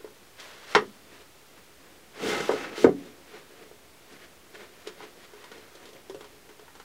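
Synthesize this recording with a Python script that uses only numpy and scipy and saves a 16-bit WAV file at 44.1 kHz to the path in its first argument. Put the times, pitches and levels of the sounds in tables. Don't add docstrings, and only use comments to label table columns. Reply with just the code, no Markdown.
import sys
import numpy as np
from scipy import signal
from scipy.fft import rfft, irfft, next_fast_len
from scipy.io import wavfile
from scipy.ndimage import map_coordinates

SR = 44100
rng = np.random.default_rng(int(sys.argv[2]) if len(sys.argv) > 2 else 0)


def store_wav(level_fs):
    pcm = np.round(np.clip(np.atleast_2d(level_fs), -1, 1) * 32767)
    wavfile.write(sys.argv[1], SR, pcm.T.astype(np.int16))


N = 301644
RING_T = np.arange(SR // 2) / SR

# t/s, box level/dB, then bench, panel, tick level/dB re box, struck spot f/Hz
BLOW_CUES = [(0.043, -33, -30, -12, -27, 388), (0.748, -21.5, -5.5, 15, -3.5, 328),
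             (0.76, -13.5, -15.5, -4.5, -38, 460), (0.821, -30.5, -21, -22, -45, 340),
             (2.283, -21.5, -28, -13, -29, 417), (2.401, -25.5, -7, -2.5, -15, 430),
             (2.491, -12.5, -22.5, -8.5, -73, 465), (2.515, -28, -31, 0.5, -17, 379),
             (2.534, -21.5, -18, -21, -35, 452), (2.777, -30.5, -21, -8, -15, 490),
             (2.842, -5, -8, -12.5, -36, 380), (2.866, -13, -7.5, -27, -45, 576),
             (2.889, -20.5, -10, -20, -37, 520), (4.87, -32.5, -17, -5.5, -10, 394)]
# t/s, box level/dB, then panel, tick level/dB re box
TAP_CUES = [(0.002, -45, -5, -24), (0.073, -47, 0, -21), (0.397, -61.5, 2, 12.5), (3.336, -40.5, -15, -20),
            (3.711, -41.5, -8, -35), (4.121, -47.5, -5, -8), (4.542, -53, -1, -4), (5.002, -47, 8, -26),
            (5.035, -46, 2, -16), (5.333, -45, -1, -16), (5.439, -52.5, 11.5, 0), (5.514, -43.5, 3.5, -9),
            (5.577, -44, -2, -13), (5.75, -45.5, -6, -7.5), (5.853, -51, 2, -1), (5.888, -49.5, -10, -7),
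            (5.93, -45, -22, -12), (6.095, -34.5, -7.5, -17), (6.144, -33.5, -12, -20.5),
            (6.206, -40.5, -0.5, -12.5), (6.241, -53, 9.5, -4), (6.489, -46.5, 2.5, -14),
            (6.592, -47.5, 1.5, -14), (6.678, -59, 15.5, -23), (6.75, -52, 8.5, -4.5),
            (6.797, -48, 10.5, -7.5)]
def blows():
    onset_delay_s, trim_db = 0.001544, 2.5
    tap_bench_db, tap_spot_hz = -15.5, 420
    taps = [(s, db, tap_bench_db, panel, tick, tap_spot_hz) for s, db, panel, tick in TAP_CUES]
    out = np.zeros(N + SR)
    fizz = coloured(rng.standard_normal(N), FIZZ_EQ)
    for s, db, bench_db, panel_db, tick_db, spot_hz in BLOW_CUES + taps:
        at = round((s + onset_delay_s) * SR)
        hit = box_knock(spot_hz) + amp(bench_db) * bench_thud()
        hit += amp(panel_db) * panel_clap(hardness_db=tick_db - panel_db)
        hit += amp(tick_db) * contact_tick(np.roll(fizz, -at), db + tick_db)
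        out[at:at + len(hit)] += amp(db + trim_db) * hit
    return out[:N]


# f/Hz, level/dB, t60/s
BOX_MODES = [(362.4, -5.5, 0.26), (388.4, -3.5, 0.14), (421.8, 1.5, 0.12), (455, 5, 0.05), (536, -4, 0.11),
             (610, -7.5, 0.057), (716, -6, 0.077)]
def box_knock(spot_hz):
    modes = [(hz, db - 14 * abs(np.log2(hz / spot_hz)), t60) for hz, db, t60 in BOX_MODES]
    return echoing(ringing(modes, rise=0.00083, scatter_db=5), wet_db=-8, t60=0.17)


# f/Hz, level/dB, t60/s
BENCH_MODES = [(95, -22, 0.2), (145, -14, 0.22), (180.4, -10.5, 0.17), (213.7, -2.5, 0.12),
               (251, -1.5, 0.071), (269.8, 1.5, 0.11), (298, -7.5, 0.167)]
def bench_thud():
    return echoing(ringing(BENCH_MODES, rise=0.0044, scatter_db=5.5), wet_db=-10, t60=0.59)


# f/Hz, level/dB, t60/s
PANEL_MODES = [(823, -5, 0.043), (937, 7.5, 0.022), (1004, -5.5, 0.05), (1168, -8, 0.074),
               (1250, -4, 0.056), (1370, -1.5, 0.025), (1465, 10.5, 0.012), (1640, -14, 0.05),
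               (1888, -2.5, 0.031), (2025, -4, 0.028), (2114, -9.5, 0.031), (2720, -12.5, .03),
               (3110, -3.5, 0.019), (3630, -13, 0.018)]
def panel_clap(hardness_db):
    clap = ringing(PANEL_MODES, rise=0.0012, scatter_db=2.5, tilt_db=0.19 * (hardness_db + 20.5))
    return echoing(clap, wet_db=0, t60=0.14)


# f/Hz, level/dB
FIZZ_EQ = [(1760, -22), (3000, -4.5), (3420, -4.5), (6040, -10.5), (6610, -12), (15700, -28.5)]
def contact_tick(fizz, level_db):
    tick = fizz[:len(RING_T)] * amp(5.5 - 60 * RING_T / 0.039) * (1 - np.exp(-RING_T / 0.0011))
    cutoff_hz = np.clip(15000 * amp(-0.3 * (level_db + 50.5)), 3000, 20000)
    tick = signal.sosfilt(signal.butter(2, cutoff_hz, fs=SR, output="sos"), tick)
    return echoing(tick, wet_db=-3.5, t60=0.13)


# f/Hz, level/dB
RASP_EQ = [(290, -43), (500, -5), (674, -3.5), (795, -13.5), (918, -5), (2100, -4), (7000, -26.5),
           (9100, -44), (15400, -120)]
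def rubbing():
    rasp_db, rumble_db, hiss_db = slide_levels()
    shake = grit(rate=75, lumpy_db=2.5)
    body = ringing(BOX_MODES, rise=0.0039) + amp(-3.5) * ringing(BENCH_MODES, rise=0.0014)
    rumble = unit(signal.fftconvolve(shake, body)[:N])
    scratch = grit(rate=120, lumpy_db=1.5)
    bar_mix = 0.64 * np.clip((rasp_db + 56) / 18, 0, 1)
    rasp = np.sqrt(1 - bar_mix ** 2) * coloured(scratch, RASP_EQ) + bar_mix * clamp_bars(scratch)
    hiss = coloured(grit(rate=230, lumpy_db=1.5), FIZZ_EQ)
    return amp(rumble_db) * rumble + amp(rasp_db) * rasp + amp(hiss_db) * hiss


# t/s, rasp level/dB, rumble level/dB, hiss level/dB
DRAG_FADERS = [(2.1, -75, -75, -80), (2.16, -50, -59, -59), (2.224, -38.5, -34.5, -43),
               (2.294, -32, -32, -35), (2.348, -31, -28.5, -40), (2.475, -38, -41.5, -43.5),
               (2.56, -41, -36.5, -48.5), (2.648, -35.5, -35, -49.5), (2.684, -46, -45.5, -58),
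               (2.744, -44, -40.5, -55.5), (2.774, -40.5, -49.5, -43), (2.837, -41.5, -32, -41),
               (2.87, -75, -47, -75)]
# peak t/s, rise/s, fall/s, rasp level/dB, weight (rumble re rasp)/dB
STROKE_CUES = [(0.401, 0.06, 0.78, -47, -11), (0.73, 0.15, 0.099, -42, -10), (1.14, 0.1, 0.15, -52, -1.5),
               (1.218, 0.079, 0.028, -53.5, -7), (1.58, 0.099, 0.095, -57, 1),
               (1.862, 0.22, 0.55, -61, 4.5), (3.02, 0.13, 0.37, -59.5, 11), (3.086, 0.45, 0.1, -57, -14),
               (3.377, 0.24, 0.11, -49, 0.5), (3.632, 0.45, 0.13, -54.5, 4), (4.144, 0.19, 0.12, -53, -1.5),
               (4.24, 0.12, .07, -50, -0.5), (4.55, 0.042, 0.12, -49, -0.5),
               (4.61, 0.069, 0.15, -48.5, -1.5), (4.798, 0.16, 0.25, -56, 0.5),
               (4.874, 0.033, 0.078, -46, 1.5), (5.034, 0.17, 0.13, -48, -2), (5.17, .05, 0.23, -58, 5),
               (5.25, 0.13, 0.068, -52.5, -7), (5.42, 0.31, 0.23, -55, -4), (5.531, 0.067, 0.52, -53, -1),
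               (5.86, 0.33, .12, -54.5, 2), (5.965, .06, 0.11, -56.5, 10.5), (6.25, .1, 0.093, -56, 2.5),
               (6.33, 0.045, 0.14, -63.5, 6), (6.496, 0.033, 0.079, -59, 5),
               (6.63, 0.066, 0.091, -66, 12.5)]
def slide_levels():
    resting_db, hiss_db, fade_db = -66, -7.5, 24
    t = np.arange(N) / SR
    times, *faders = np.transpose(DRAG_FADERS)
    power = np.array([amp(2 * np.interp(t, times, fader, -120, -120)) for fader in faders])
    power += amp(2 * (resting_db + np.vstack([0, 0, hiss_db])))
    for peak, rise, fall, db, weight_db in STROKE_CUES:
        swell_db = db - fade_db * np.where(t < peak, (peak - t) / rise, (t - peak) / fall)
        balance_db = np.vstack([0, weight_db, hiss_db - 0.33 * weight_db])
        power += amp(2 * (swell_db + balance_db))
    return 10 * np.log10(power)


# f/Hz, width/Hz, level/dB
BAR_MODES = [(815, 14, 0.5), (1296, 9.8, 7.5), (1460, 29, -10), (2060, 19, 2.5), (2108, 38, -7.5),
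             (2460, 53, -8), (2670, 50, -13.5), (3420, 13, -13)]
def clamp_bars(scratch):
    def response(f):
        return sum((-1) ** k * amp(db) * 1j * f * width / (hz * hz - f * f + 1j * f * width)
                   for k, (hz, width, db) in enumerate(BAR_MODES))
    return unit(filtered(scratch, response))


def grit(rate, lumpy_db):
    catches = rng.standard_normal(int(N * rate / SR) + 4)
    return rng.standard_normal(N) * amp(lumpy_db * map_coordinates(catches, [np.arange(N) * rate / SR]))


def ringing(modes, rise, scatter_db=0, tilt_db=0):
    low_hz, ring = modes[0][0], 0
    for hz, db, t60 in modes:
        db += scatter_db * rng.standard_normal()
        db += tilt_db * np.log2(hz / low_hz)
        ring += amp(db - 60 * RING_T / t60) * np.sin(2 * np.pi * hz * RING_T)
    ring *= 1 - np.exp(-RING_T / rise)
    ring = signal.sosfilt(signal.butter(2, 0.82 * low_hz, "high", fs=SR, output="sos"), ring)
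    return ring / np.abs(ring).max()


def echoing(hit, wet_db, t60):
    tail = rng.standard_normal(len(RING_T)) * amp(-60 * RING_T / t60) * (1 - np.exp(-RING_T / 0.0016))
    return hit + signal.fftconvolve(hit, amp(wet_db) * tail / np.linalg.norm(tail))[:len(hit)]


# f/Hz, level/dB
BED_EQ = [(12, -24), (20, -6.5), (33, -24), (59, -5.5), (113, -9.5), (254, -9), (356, -8.5), (470, -8.5),
          (605, -10.5), (715, -11), (1560, -14.5), (3620, -17), (15900, -25)]
def noise_bed():
    return amp(-55.5) * coloured(rng.standard_normal(N), BED_EQ)


def coloured(x, eq):
    f, db = np.transpose(eq)
    return unit(filtered(x, lambda hz: amp(np.interp(np.log(hz + 1), np.log(f + 1), db))))


def filtered(x, response):
    size = next_fast_len(N + SR)
    return irfft(rfft(x, size) * response(np.fft.rfftfreq(size, 1 / SR)), size)[:N]


def amp(db):
    return 10 ** (np.asarray(db) / 20)


def unit(x):
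    return x / np.sqrt(np.mean(x ** 2) + 1e-20)


def scene():
    return (blows() + rubbing())[None]


def record(dry):
    top_hz, offset = 15780, 0.001
    return filtered(dry[0] + noise_bed(), lambda hz: hz < top_hz)[None] + offset


dry = scene()
out = record(dry)
store_wav(out)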